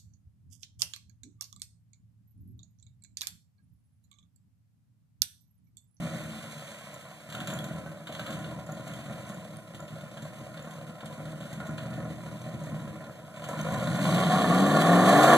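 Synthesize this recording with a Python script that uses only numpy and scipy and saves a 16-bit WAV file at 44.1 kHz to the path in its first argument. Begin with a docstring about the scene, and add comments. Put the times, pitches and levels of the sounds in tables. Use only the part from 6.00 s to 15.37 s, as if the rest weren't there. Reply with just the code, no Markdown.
"""A lifted V8 truck stands in a mud hole in a forest clearing, some way off.
Its revs fall while thrown mud patters down; it lopes near idle with sharp cracks and clatter, then revs up hard.
Firing pulses ring the resonances of the open pipes; noise bursts make the gas, spray and cracks.
Sparse echoes from the trees throw much of the sound back over a faint background."""
import sys
import numpy as np
from scipy import signal
from scipy.fft import rfft, irfft
from scipy.io import wavfile
from scipy.ndimage import uniform_filter1d

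SR = 44100
rng = np.random.default_rng(int(sys.argv[2]) if len(sys.argv) > 2 else 0)


def persist_wave(psi):
    """Save psi, clipped to +-1, as 16-bit WAV."""
    counts = np.round(np.clip(psi, -1, 1) * 32767).astype(np.int16)
    wavfile.write(sys.argv[1], SR, np.atleast_2d(counts).T)


N = 413209
TIME = np.arange(N) / SR
SIZE = 2 ** 19  # FFT length
HZ = np.fft.rfftfreq(SIZE, 1 / SR)
IDLE_CYCLES_PER_S = 4  # four-stroke cycles with the throttle at zero

# low resonances of pipes and body:
# (frequency [Hz], width [Hz], relative level at idle [dB], relative level at full load [dB])
BOOM_MODES = [(117, 63, -7.5, -19), (160.7, 24, -0.5, 25), (200, 98, -19, 6), (222.5, 21.4, -6.5, -18),
              (303, 35.6, -13, -18), (445, 340, -40, -9)]
# upper pipe resonances, whose relative weights change from idle to full load:
# (frequency [Hz], width [Hz], relative level at idle [dB], relative level at full load [dB])
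BARK_MODES = [(492, 118, -17, -6), (600.8, 110, 2, 0), (720.4, 94, -8, 7), (1026, 22, -1.5, -9.5),
              (1127, 145, -14, 4.5), (1298, 87, -17, -45), (1403, 67, -5, -0.5), (1702, 165, -32, -9.5),
              (1785, 106, -15.5, -5), (2240, 1070, -26.5, -52)]
# treble colour of gas and spray: (frequency [Hz], relative level [dB])
HISS_COLOUR = [(80, -16), (900, -2.5), (2000, 4), (3000, -3), (3600, 2), (4100, 0.5), (4600, -7),
               (5300, -16), (6200, -4.5), (7300, -6), (9000, -7.5), (10500, -12), (12000, -11.5),
               (13200, -23), (14000, -6.5)]


def gain_of(db):
    """Decibels to amplitude."""
    return 10 ** (np.asarray(db) / 20)


def evened(x):
    """Scales to rms 1."""
    return x / np.sqrt(np.mean(x ** 2) + 1e-20)


def steadied(x, size=9000):
    """Scales to a running rms of 1, keeping the single beats."""
    power = uniform_filter1d(uniform_filter1d(x ** 2, size), size)
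    return x / np.sqrt(abs(power) + 1e-14)


def curve(rows, order=1):
    """One column of a time table at every sample."""
    columns = np.transpose(rows)
    return np.interp(TIME, columns[0], columns[order])


def read(rows, hz, order=1):
    """One column of a frequency table on a log axis."""
    columns = np.transpose(rows)
    return np.interp(np.log(hz + 1), np.log(columns[0] + 1), columns[order])


def drift(hz):
    """Low-passed random drift of rms 1, up to a rate."""
    rate_hz, count = 400, 4096
    spectrum = rfft(rng.standard_normal(count))
    slow = irfft(spectrum / (1 + (np.fft.rfftfreq(count, 1 / rate_hz) / hz) ** 4))
    return evened(np.interp(TIME * rate_hz, np.arange(len(slow)), slow))


def ring(x, gain):
    """Causal minimum-phase filter with the given gain at each frequency."""
    cepstrum = irfft(np.log(np.maximum(gain, 1e-5)))
    cepstrum[1:SIZE // 2] *= 2
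    cepstrum[SIZE // 2 + 1:] = 0
    return irfft(rfft(x, SIZE) * np.exp(rfft(cepstrum)))[:N]


def puffs(clicks, decay_s):
    """Each click lets out a burst of noise that dies away."""
    envelope = signal.lfilter([1], [1, -np.exp(-1 / (decay_s * SR))], clicks)
    return envelope * rng.standard_normal(N)


def ping(hz, peak_s):
    """A short ring with a soft start, its envelope peaking at 1 after peak_s."""
    t = TIME[:2000]
    age = t / peak_s
    return age * np.exp(1 - age) * np.sin(2 * np.pi * hz * t)


def level(throttle, rise, shut_db, pedal_db, rise_db):
    """Gain of a layer that grows with the throttle (0-1) and with load (0-1) or speed (octaves)."""
    return gain_of(shut_db + pedal_db * throttle + rise_db * rise)


def pedal(press_s=.3, release_s=.5, slack=.04):
    """Throttle opening (0-1), lug and blare (dB): each press rises quickly and falls away slowly."""
    # accelerator presses, the deepest at any moment sets the throttle:
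    # (start [s], time to release [s], depth [0-1], extra boom from lugging [dB], extra bark [dB])
    press_rows = [(-.5, 0.57, 0.6, 1, -0.5), (1.181, 0.38, 0.66, 1.5, 0.5), (1.999, 0.29, 0.78, 1, -0.5),
                  (2.55, 0.67, 0.48, 0.5, -1), (3.651, 1.01, 0.29, 1, 0), (4.951, 0.57, 0.41, 1.5, -0.5),
                  (5.499, 0.5, 0.44, 7.5, 3.5), (5.947, 0.81, 0.36, 4.5, 0.5), (7.3, 0.71, 1, -1.5, 2),
                  (7.734, 0.62, 0.99, 0.5, -3.5), (8.113, 1.22, 0.66, -9, -1.5),
                  (8.8, 0.47, 0.98, -4, -1.5), (9.006, .4, 0.85, 1, -2.5)]
    presses = []
    for start_s, length_s, depth, _, _ in press_rows:
        rise = (TIME - start_s) / press_s
        fall = 1 - (TIME - start_s - length_s) / release_s
        presses.append(depth * np.clip(np.minimum(rise, fall), 0, 1))
    presses = np.array(presses)
    # average of the extras, weighted by depth
    lug_db, blare_db = np.transpose(press_rows)[3:] @ presses / (presses.sum(0) + slack)
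    throttle = np.maximum(presses.max(0), slack)  # never quite closes
    return throttle, lug_db, blare_db


def crank(speed, load, wobble=.02):
    """Four-stroke cycles turned so far; the speed wanders at idle and firms up under load."""
    return np.cumsum(speed * (1 + wobble * (1 - load) * drift(8.94))) / SR


def firings(cycles, load, scatter_db, jitter_s):
    """One pulse a cylinder, uneven in strength and timing at idle and steadier under load."""
    # strength of each cylinder in firing order, the two banks taking uneven turns: [dB]
    cylinders_db = [3, -3.5, 0.5, 2.5, -9.5, -2.5, 2, 0]
    count = np.floor(len(cylinders_db) * cycles).astype(int)
    at = np.flatnonzero(np.diff(count, prepend=0) > 0)
    chance = rng.uniform(-1, 1, (N, 2))[count[at]].T
    strength, delay = chance * (1 - .5 * load[at])
    size = gain_of(np.take(cylinders_db, count[at] % len(cylinders_db)) + scatter_db * strength)
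    shifted = at + (jitter_s * SR * delay).astype(int)
    return np.bincount(np.clip(shifted, 0, N - 1), size, N)


def voice(modes, column, low_hz, steep=3):
    """Gain of a set of resonances at each frequency; the open end radiates no deep bass."""
    resonances = sum(gain_of(m[column]) / (1 + (2 * (HZ - m[0]) / m[1]) ** 2) for m in modes)
    return resonances / (1 + (low_hz / (HZ + 1)) ** steep)


def pipe(drive, modes, load, low_hz):
    """Resonances ring with the pulses and change weight with load."""
    idle = steadied(ring(drive, voice(modes, 2, low_hz)))
    full = steadied(ring(drive, voice(modes, 3, low_hz, steep=5)))
    return steadied((1 - load) * idle + load * full)


def wander(x, load, sway_s=.0008, sway_hz=6):
    """Uneven gas flow at idle makes the pitch of the pipes waver, by a drifting delay."""
    return np.interp(TIME + sway_s * (1 - load) * drift(sway_hz), TIME, x)


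def exhaust(cycles, load, throttle, lug_db, blare_db, octaves, boom_rough=0.62, bark_rough=1.65, burble_db=1.08):
    """Pressure pulses give the boom; turbulent gas roughens boom and bark, less so under load."""
    low = firings(cycles, load, scatter_db=3.5, jitter_s=.0016)
    high = firings(cycles, load, scatter_db=3, jitter_s=.0007)
    rough = 1 - .1 * load
    boom_drive = steadied(low) + boom_rough * rough * steadied(puffs(low, decay_s=.023))
    bark_drive = steadied(high) + bark_rough * rough * steadied(puffs(high, decay_s=.014))
    # lugging holds the boom nearer its idle colour
    boom_load = np.clip(load - .18 * np.maximum(lug_db, 0), 0, 1)
    boom = pipe(boom_drive, BOOM_MODES, boom_load, low_hz=96.6)
    bark = wander(pipe(bark_drive, BARK_MODES, load, low_hz=305), load, sway_s=.0005, sway_hz=16)
    # square root: the boom swells at the first touch of the pedal
    boom_gain = level(np.sqrt(throttle), load, shut_db=-58.5, pedal_db=24.55, rise_db=.94) * gain_of(lug_db)
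    bark_gain = level(throttle, octaves, shut_db=-50.5, pedal_db=7.27, rise_db=8.27) * gain_of(blare_db)
    burble = gain_of(burble_db * (1.5 - .5 * load) * drift(26.5))
    lope = gain_of(1.3 * (1 - load) * drift(9))
    return lope * (boom * boom_gain + bark * bark_gain * burble)


def chugs(thump_db=1, pop_db=-4, cough_db=-23, cough_s=0.014):
    """Now and then a cylinder fires much harder: a thump, a pop and a cough of gas through the same pipes."""
    # heaviest single chugs of the loping engine: (time [s], boom drive [dB], bark drive [dB])
    chug_rows = [(0.024, -23.5, -25), (0.333, -31.5, -48), (1.494, -40, -25), (1.947, -53, -44.5),
                 (2.095, -27, -23.5), (2.346, -35, -42), (2.69, -28, -24.5), (2.897, -44, -29),
                 (3.097, -28, -25.5), (3.178, -35, -28), (3.318, -52, -31), (3.541, -32.5, -41),
                 (3.746, -31, -39), (3.924, -29, -42), (4.061, -45, -30), (4.413, -27.5, -30),
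                 (4.568, -39, -45), (4.819, -41, -52), (4.893, -31.5, -32), (5.03, -31, -26.5),
                 (5.182, -30, -27), (5.304, -35, -58), (5.574, -30, -44), (5.692, -21.5, -26),
                 (5.959, -24, -34), (6.115, -37, -39), (6.275, -32, -48), (6.546, -24, -28.5),
                 (6.725, -24, -39), (7.006, -46, -27.5), (7.238, -33, -52), (7.44, -40, -27.5),
                 (7.767, -35, -36), (7.984, -33, -17), (8.177, -25, -24)]
    thumps, coughs = np.zeros((2, N))
    for s, boom_db, bark_db in chug_rows:
        at = round(s * SR)
        thumps[at], coughs[at] = gain_of(boom_db), gain_of(bark_db)
    low = voice(BOOM_MODES, 2, low_hz=86.0)
    high = voice(BARK_MODES, 2, low_hz=305)
    blast = gain_of(pop_db) * coughs + gain_of(cough_db) * puffs(coughs, cough_s)
    return gain_of(thump_db) * ring(thumps, low) / low.mean() + ring(blast, high) / high.mean()


def drone(cycles, speed, waver_db=2.53, top_db=-.5, db_per_octave=11.5, from_cycles_per_s=6.1):
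    """As the engine pulls, its repeating cylinder pattern gives tones that swell in the pipes' pass bands."""
    # tones at each multiple of the cycle rate, from the fifth up: relative level [dB]
    orders_db = [-4, -14, -11, 3, -5, -7, 6, -11, 5, -2, 5, 6, 1, 3, 5, 1, 3, -2, -1, 2, 1, -1, 4, -1, 3, 2,
                 0, 1, 0, 4, -2, -1, 1, 0]
    # how well the pipes carry those tones: (frequency [Hz], level [dB])
    carry_rows = [(25, -75), (45, -53), (60, -38), (90, -34), (115, -28), (145, -24), (172, -18),
                  (200, -24), (240, -29), (290, -28), (370, -36), (480, -35), (590, -40), (730, -33),
                  (900, -50), (1130, -37)]
    carry = np.transpose(carry_rows)
    wavers = [waver_db * drift(6.3) for _ in range(5)]
    tones = 0
    for k, db in enumerate(orders_db, 5):
        gain = gain_of(db + np.interp(k * speed, *carry) + wavers[k % len(wavers)])
        tones = tones + gain * np.sin(2 * np.pi * (k * cycles + rng.random()))
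    level_db = top_db + db_per_octave * np.log2(speed / speed.max())
    return tones * gain_of(level_db) * np.clip(speed - from_cycles_per_s, 0, 1)


def wind_down(flutter_db=2, waver=0.017):
    """As the revs fall at first, the low pipe notes sag and die away."""
    # (start frequency [Hz], sag [Hz/s], start level [dB], fade [dB/s])
    notes = [(165, 26, -33, 27), (234, 24, -43, 16)]
    out = 0
    for hz, sag, db, fade in notes:
        gain = gain_of(db - fade * TIME + flutter_db * drift(24))
        turns = np.cumsum((hz - sag * TIME) * (1 + waver * drift(12))) / SR
        out = out + gain * np.sin(2 * np.pi * turns)
    return out


def rasp(pulses, throttle, load, spit_s=0.0049, centre_hz=3760, width_hz=1520):
    """Under load the strong firings spit a hard, bright edge from the pipe ends."""
    band = 1 / (1 + (2 * (HZ - centre_hz) / width_hz) ** 4)
    gain = level(throttle, np.sqrt(load), shut_db=-75.5, pedal_db=12.4, rise_db=21.6)
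    return steadied(ring(puffs(pulses, spit_s), band)) * gain


def cracks(throttle, snap_s=0.011, rise_s=0.00056, splutter_s=.045, splutter_db=-13, splutter_clump_db=1.0,
           body_db=7, top_db=12.0, small_per_s=8, small_db=-68):
    """Quick noise bursts, dull or bright, that splutter on; small ones by chance while the pedal is down."""
    # loudest cracks, mostly as the pedal goes down: (time [s], body drive [dB], top drive [dB])
    crack_rows = [(1.3, -54.5, -54), (1.323, -52, -52.5), (1.3479, -50.5, -53), (1.402, -50, -52),
                  (1.472, -46.5, -45.5), (1.501, -53, -50), (1.6407, -53.0, -50.5), (2.0702, -49, -54),
                  (2.1235, -54, -53.5), (2.149, -50.5, -57), (2.194, -48.0, -52), (2.263, -47.5, -52.5),
                  (2.3048, -53, -52.0), (2.327, -60, -75), (2.442, -54, -84), (2.876, -55.5, -53.0),
                  (2.935, -56, -55), (3.005, -60, -63), (3.29, -62, -55.0), (3.7458, -55.5, -57),
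                  (3.88, -58, -62.5), (4.008, -62, -63), (4.172, -56.5, -63), (4.221, -57.5, -55.5),
                  (4.572, -54.5, -72), (4.707, -59.5, -58.0), (5.005, -56.0, -63), (5.0575, -55, -56),
                  (5.4084, -57.5, -62.0), (5.528, -57.0, -54), (5.667, -60, -55.5), (5.7795, -49.5, -59),
                  (5.938, -60, -63), (7.361, -58, -61), (7.4396, -50.5, -53), (7.486, -59, -47.5),
                  (7.5962, -55, -65)]
    # (frequency [Hz], relative level [dB])
    crack_colour = [(300, -22), (700, 2), (1400, 17), (2200, 6), (3600, 12), (4300, 7), (5300, -11),
                    (7000, 2.5), (9000, -9.5), (14000, -9.5)]
    small = (rng.random(N) < small_per_s * throttle / SR) * gain_of(small_db)
    clicks = np.array([small, small])
    for s, *dbs in crack_rows:
        clicks[:, round(s * SR)] = gain_of(dbs)
    keep = np.exp(-1 / (rise_s * SR))
    softened = signal.lfilter([1 - keep], [1, -keep], clicks + 1e-15)
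    tail = gain_of(splutter_db + splutter_clump_db * drift(64))
    body, top = (puffs(c, snap_s) + tail * puffs(c, splutter_s) for c in softened)
    colour = gain_of(read(crack_colour, HZ))
    low = 1 / (1 + (HZ / 5300) ** 10)  # splits body from top
    return gain_of(body_db) * ring(body, colour * low) + gain_of(top_db) * ring(top, colour * (1 - low))


def mudfall(mud_db=-49.5, lands_s=0.7, mud_fade_db_per_s=19,
            spin_db=-38.5, spin_s=7.97, spin_rise_s=0.066, spin_fade_db_per_s=15):
    """Gain of mud raining down at first, then thinning, and of spray flung as the tyres spin again."""
    mud = gain_of(mud_db - mud_fade_db_per_s * np.maximum(TIME - lands_s, 0))
    rise = np.clip((TIME - spin_s) / spin_rise_s, 0, 1)
    return mud + rise * gain_of(spin_db - spin_fade_db_per_s * np.maximum(TIME - spin_s, 0))


def hiss(pulses, gain, spray_db=0.5, drops_per_s=2500, drop_spread_db=3, clump_db=2.5, mud_clump_db=1):
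    """Gas spits from the pipes at each firing while fine mud and water patter down in clumps."""
    drop_size = gain_of(drop_spread_db * np.minimum(rng.exponential(1, N), 4))
    drops = (rng.random(N) < drops_per_s / SR) * drop_size
    colour = gain_of(read(HISS_COLOUR, HZ))
    gas = steadied(ring(puffs(pulses, decay_s=0.024), colour))
    spray = steadied(ring(puffs(drops, decay_s=0.0045), colour))
    engine_spray = gain * gain_of(spray_db + clump_db * drift(31))
    mud = mudfall() * gain_of(mud_clump_db * drift(0.37))
    return gas * gain + spray * np.hypot(engine_spray, mud)


def drips(gain, drips_per_s=220, drips_db=-12, clump_db=3.5, clump_hz=9, spread_db=-3.5, high_db_per_octave=4):
    """Larger drops fall off the body in bunches, each with its own brief pitch."""
    pitches_hz = np.geomspace(5800, 13000, num=24)
    clump = clump_db * np.minimum(drift(clump_hz), 2)
    spread = spread_db * np.minimum(rng.exponential(1, N), 4)
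    size = (rng.random(N) < drips_per_s / SR) * gain_of(clump + spread)
    kind = rng.integers(0, len(pitches_hz), N)
    out = 0
    for k, hz in enumerate(pitches_hz):
        colour_db = read(HISS_COLOUR, hz) + high_db_per_octave * np.log2(hz / pitches_hz[0])
        tone = gain_of(colour_db) * ping(hz, peak_s=.001)
        out = out + signal.oaconvolve(size * (kind == k), tone)[:N]
    return evened(out) * gain * gain_of(drips_db)


def clinks(ring_db=-10, tick_db=-11.5, scatter_db=-24, scatter_s=0.0047):
    """A dry tick of contact, a ring that lasts a few milliseconds, and a bright scatter of grit."""
    # bright clinks, as of grit on metal: (time [s], drive level [dB], ring frequency [Hz])
    clink_rows = [(0.9417, -35, 7150), (1.474, -35, 7300), (1.5365, -28.5, 7000), (1.589, -25.5, 3360),
                  (2.664, -40, 7000), (2.7205, -34, 6830), (3.212, -47, 7050), (3.2905, -45, 8800),
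                  (3.3437, -38, 7100), (3.569, -36, 8980), (3.8029, -37, 7045), (4.6244, -39, 6960),
                  (5.057, -36, 8700), (5.671, -44, 3450), (6.4178, -40, 6080), (6.6369, -39, 6620),
                  (7.6127, -29, 6284)]
    clicks, rings = np.zeros((2, N))
    for s, db, hz in clink_rows:
        at, tone = round(s * SR), ping(hz, peak_s=1 / 600)
        clicks[at] = gain_of(db)
        rings[at:at + len(tone)] += gain_of(db) * tone
    ticks = puffs(clicks, decay_s=0.0015)
    grit = np.diff(puffs(clicks, scatter_s), prepend=0)
    return gain_of(ring_db) * rings + gain_of(tick_db) * ticks + gain_of(scatter_db) * grit


def whine(hz=1293, whine_db=-63, waver=0.00395, flutter_db=3):
    """A thin whine with a slight waver and flutter, as of an electric pump."""
    turns = np.cumsum(hz * (1 + waver * drift(17.6))) / SR
    return gain_of(whine_db + flutter_db * drift(45)) * evened(np.sin(2 * np.pi * turns))


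def forest(x, first_s=0.01104, echoes_per_s=2500):
    """Trunks scatter the sound as sparse echoes, different at each ear; leaves soak up the treble."""
    # (frequency [Hz], 60 dB decay time [s])
    decay_rows = [(100, 1), (500, 0.98), (2000, 0.61), (5000, 0.22), (12000, 0.46)]
    t_taps = TIME[:SR]
    taps = rng.standard_normal((2, SR)) * (rng.random((2, SR)) < echoes_per_s / SR) * (t_taps > first_s)
    hz, t, z = signal.stft(taps, SR, nperseg=256)
    fade = gain_of(-60 * t / read(decay_rows, hz)[:, None])
    tail = signal.istft(z * fade, SR, nperseg=256)[1]
    # scales by the energy of a tail that decays as at 560 Hz
    norm = np.linalg.norm(taps[0] * gain_of(-60 * t_taps / read(decay_rows, 560)))
    running = np.pad(x, (SR, 0), mode="reflect")  # the trees are already ringing at the start
    return signal.fftconvolve(running[None], tail / norm, axes=1)[:, SR:SR + N]


def air(air_db=-66):
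    """Quiet rumble and rustle of the clearing: coloured noise, independent at each ear."""
    # (frequency [Hz], relative level [dB])
    air_colour = [(20, 2), (45, 16), (90, -57), (400, -35), (1500, -15), (5000, -7), (14000, -5)]
    colour = gain_of(read(air_colour, HZ))
    return gain_of(air_db) * np.array([evened(ring(rng.standard_normal(N), colour)) for _ in range(2)])


def scene(idle_speed=6.7, full_speed=13, pedal_cycles_per_s=2.6, direct_range_db=8,
          engine_wet_db=-.5, treble_wet_db=-1):
    """The pedal drives speed, load and loudness; much of the sound returns from the trees."""
    # engine speed once the wheels break loose: (time [s], four-stroke cycles [1/s])
    run_up = [(7.7, 6.8), (7.82, 7.8), (8.0, 9.02), (8.14, 11.13), (8.27, 11.94), (8.43, 14.85),
              (8.54, 16.22), (8.64, 17.85), (8.78, 19.34), (8.87, 20.84), (8.96, 22.27), (9.08, 23.64),
              (9.21, 27.37), (9.29, 28.66), (9.37, 30.19)]
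    throttle, lug_db, blare_db = pedal()
    bogged = IDLE_CYCLES_PER_S + pedal_cycles_per_s * throttle
    speed = np.where(TIME < run_up[0][0], bogged, curve(run_up))
    load = np.clip((speed - idle_speed) / (full_speed - idle_speed), 0, 1)
    octaves = np.log2(speed / IDLE_CYCLES_PER_S)
    cycles = crank(speed, load)
    pipes = wander(exhaust(cycles, load, throttle, lug_db, blare_db, octaves), load)
    engine = pipes + chugs() + whine()
    tones = drone(cycles, speed) + wind_down()
    fizz = level(throttle, octaves, shut_db=-65, pedal_db=8, rise_db=8.33)
    pulses = firings(cycles, load, scatter_db=4.5, jitter_s=0.002)
    treble = hiss(pulses, fizz) + rasp(pulses, throttle, load) + cracks(throttle)
    treble = treble + clinks() + drips(fizz * (1 - load))
    direct = engine * gain_of(direct_range_db * (load - 0.5)) + tones + treble
    scattered = gain_of(engine_wet_db) * engine + .15 * tones + gain_of(treble_wet_db) * treble
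    return direct + forest(scattered) + air()


def notch(hz, width_hz):
    """Gain of a narrow dip at one frequency."""
    return (HZ - hz) ** 2 / ((HZ - hz) ** 2 + width_hz ** 2)


def record(dry, lean=0.75, edge_hz=13950):
    """Stereo colouring: narrow dips in mid and side, a width that varies with frequency; then the band limit."""
    # stereo width: (frequency [Hz], side gain [dB], phase of the mid signal added to the side [rad])
    width_rows = [(30, 11, 5), (70, 2, -2), (186, -19, -1.5), (443, -3.5, 2), (630, -20, -2.5),
                  (784, -9.5, -.8), (1290, -21, -2), (2210, 3, -2.5), (2980, 8.5, -1.5), (3850, -2.5, -2),
                  (4320, -1.5, -5.5), (5170, 10.5, -5), (6000, 0, -1.4), (7560, 7.5, -1.7),
                  (14000, 5.5, -1.5)]
    left, right = rfft(dry, SIZE)
    mid, side = (left + right) / 2, (left - right) / 2
    turn = np.exp(1j * read(width_rows, HZ, order=2))
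    side = side + lean * mid * turn / (1 + (HZ / 7000) ** 4)
    side = side * gain_of(read(width_rows, HZ))
    side = side * notch(hz=1270, width_hz=190) * notch(hz=3910, width_hz=210)
    mid = mid * notch(hz=2639, width_hz=220) * np.sqrt(notch(hz=5110, width_hz=87))
    edge = np.clip((edge_hz + 60 - HZ) / 120, 0, 1)
    return irfft(np.array([mid + side, mid - side]) * edge)[:, :N]


dry = scene()
out = record(dry)
persist_wave(out)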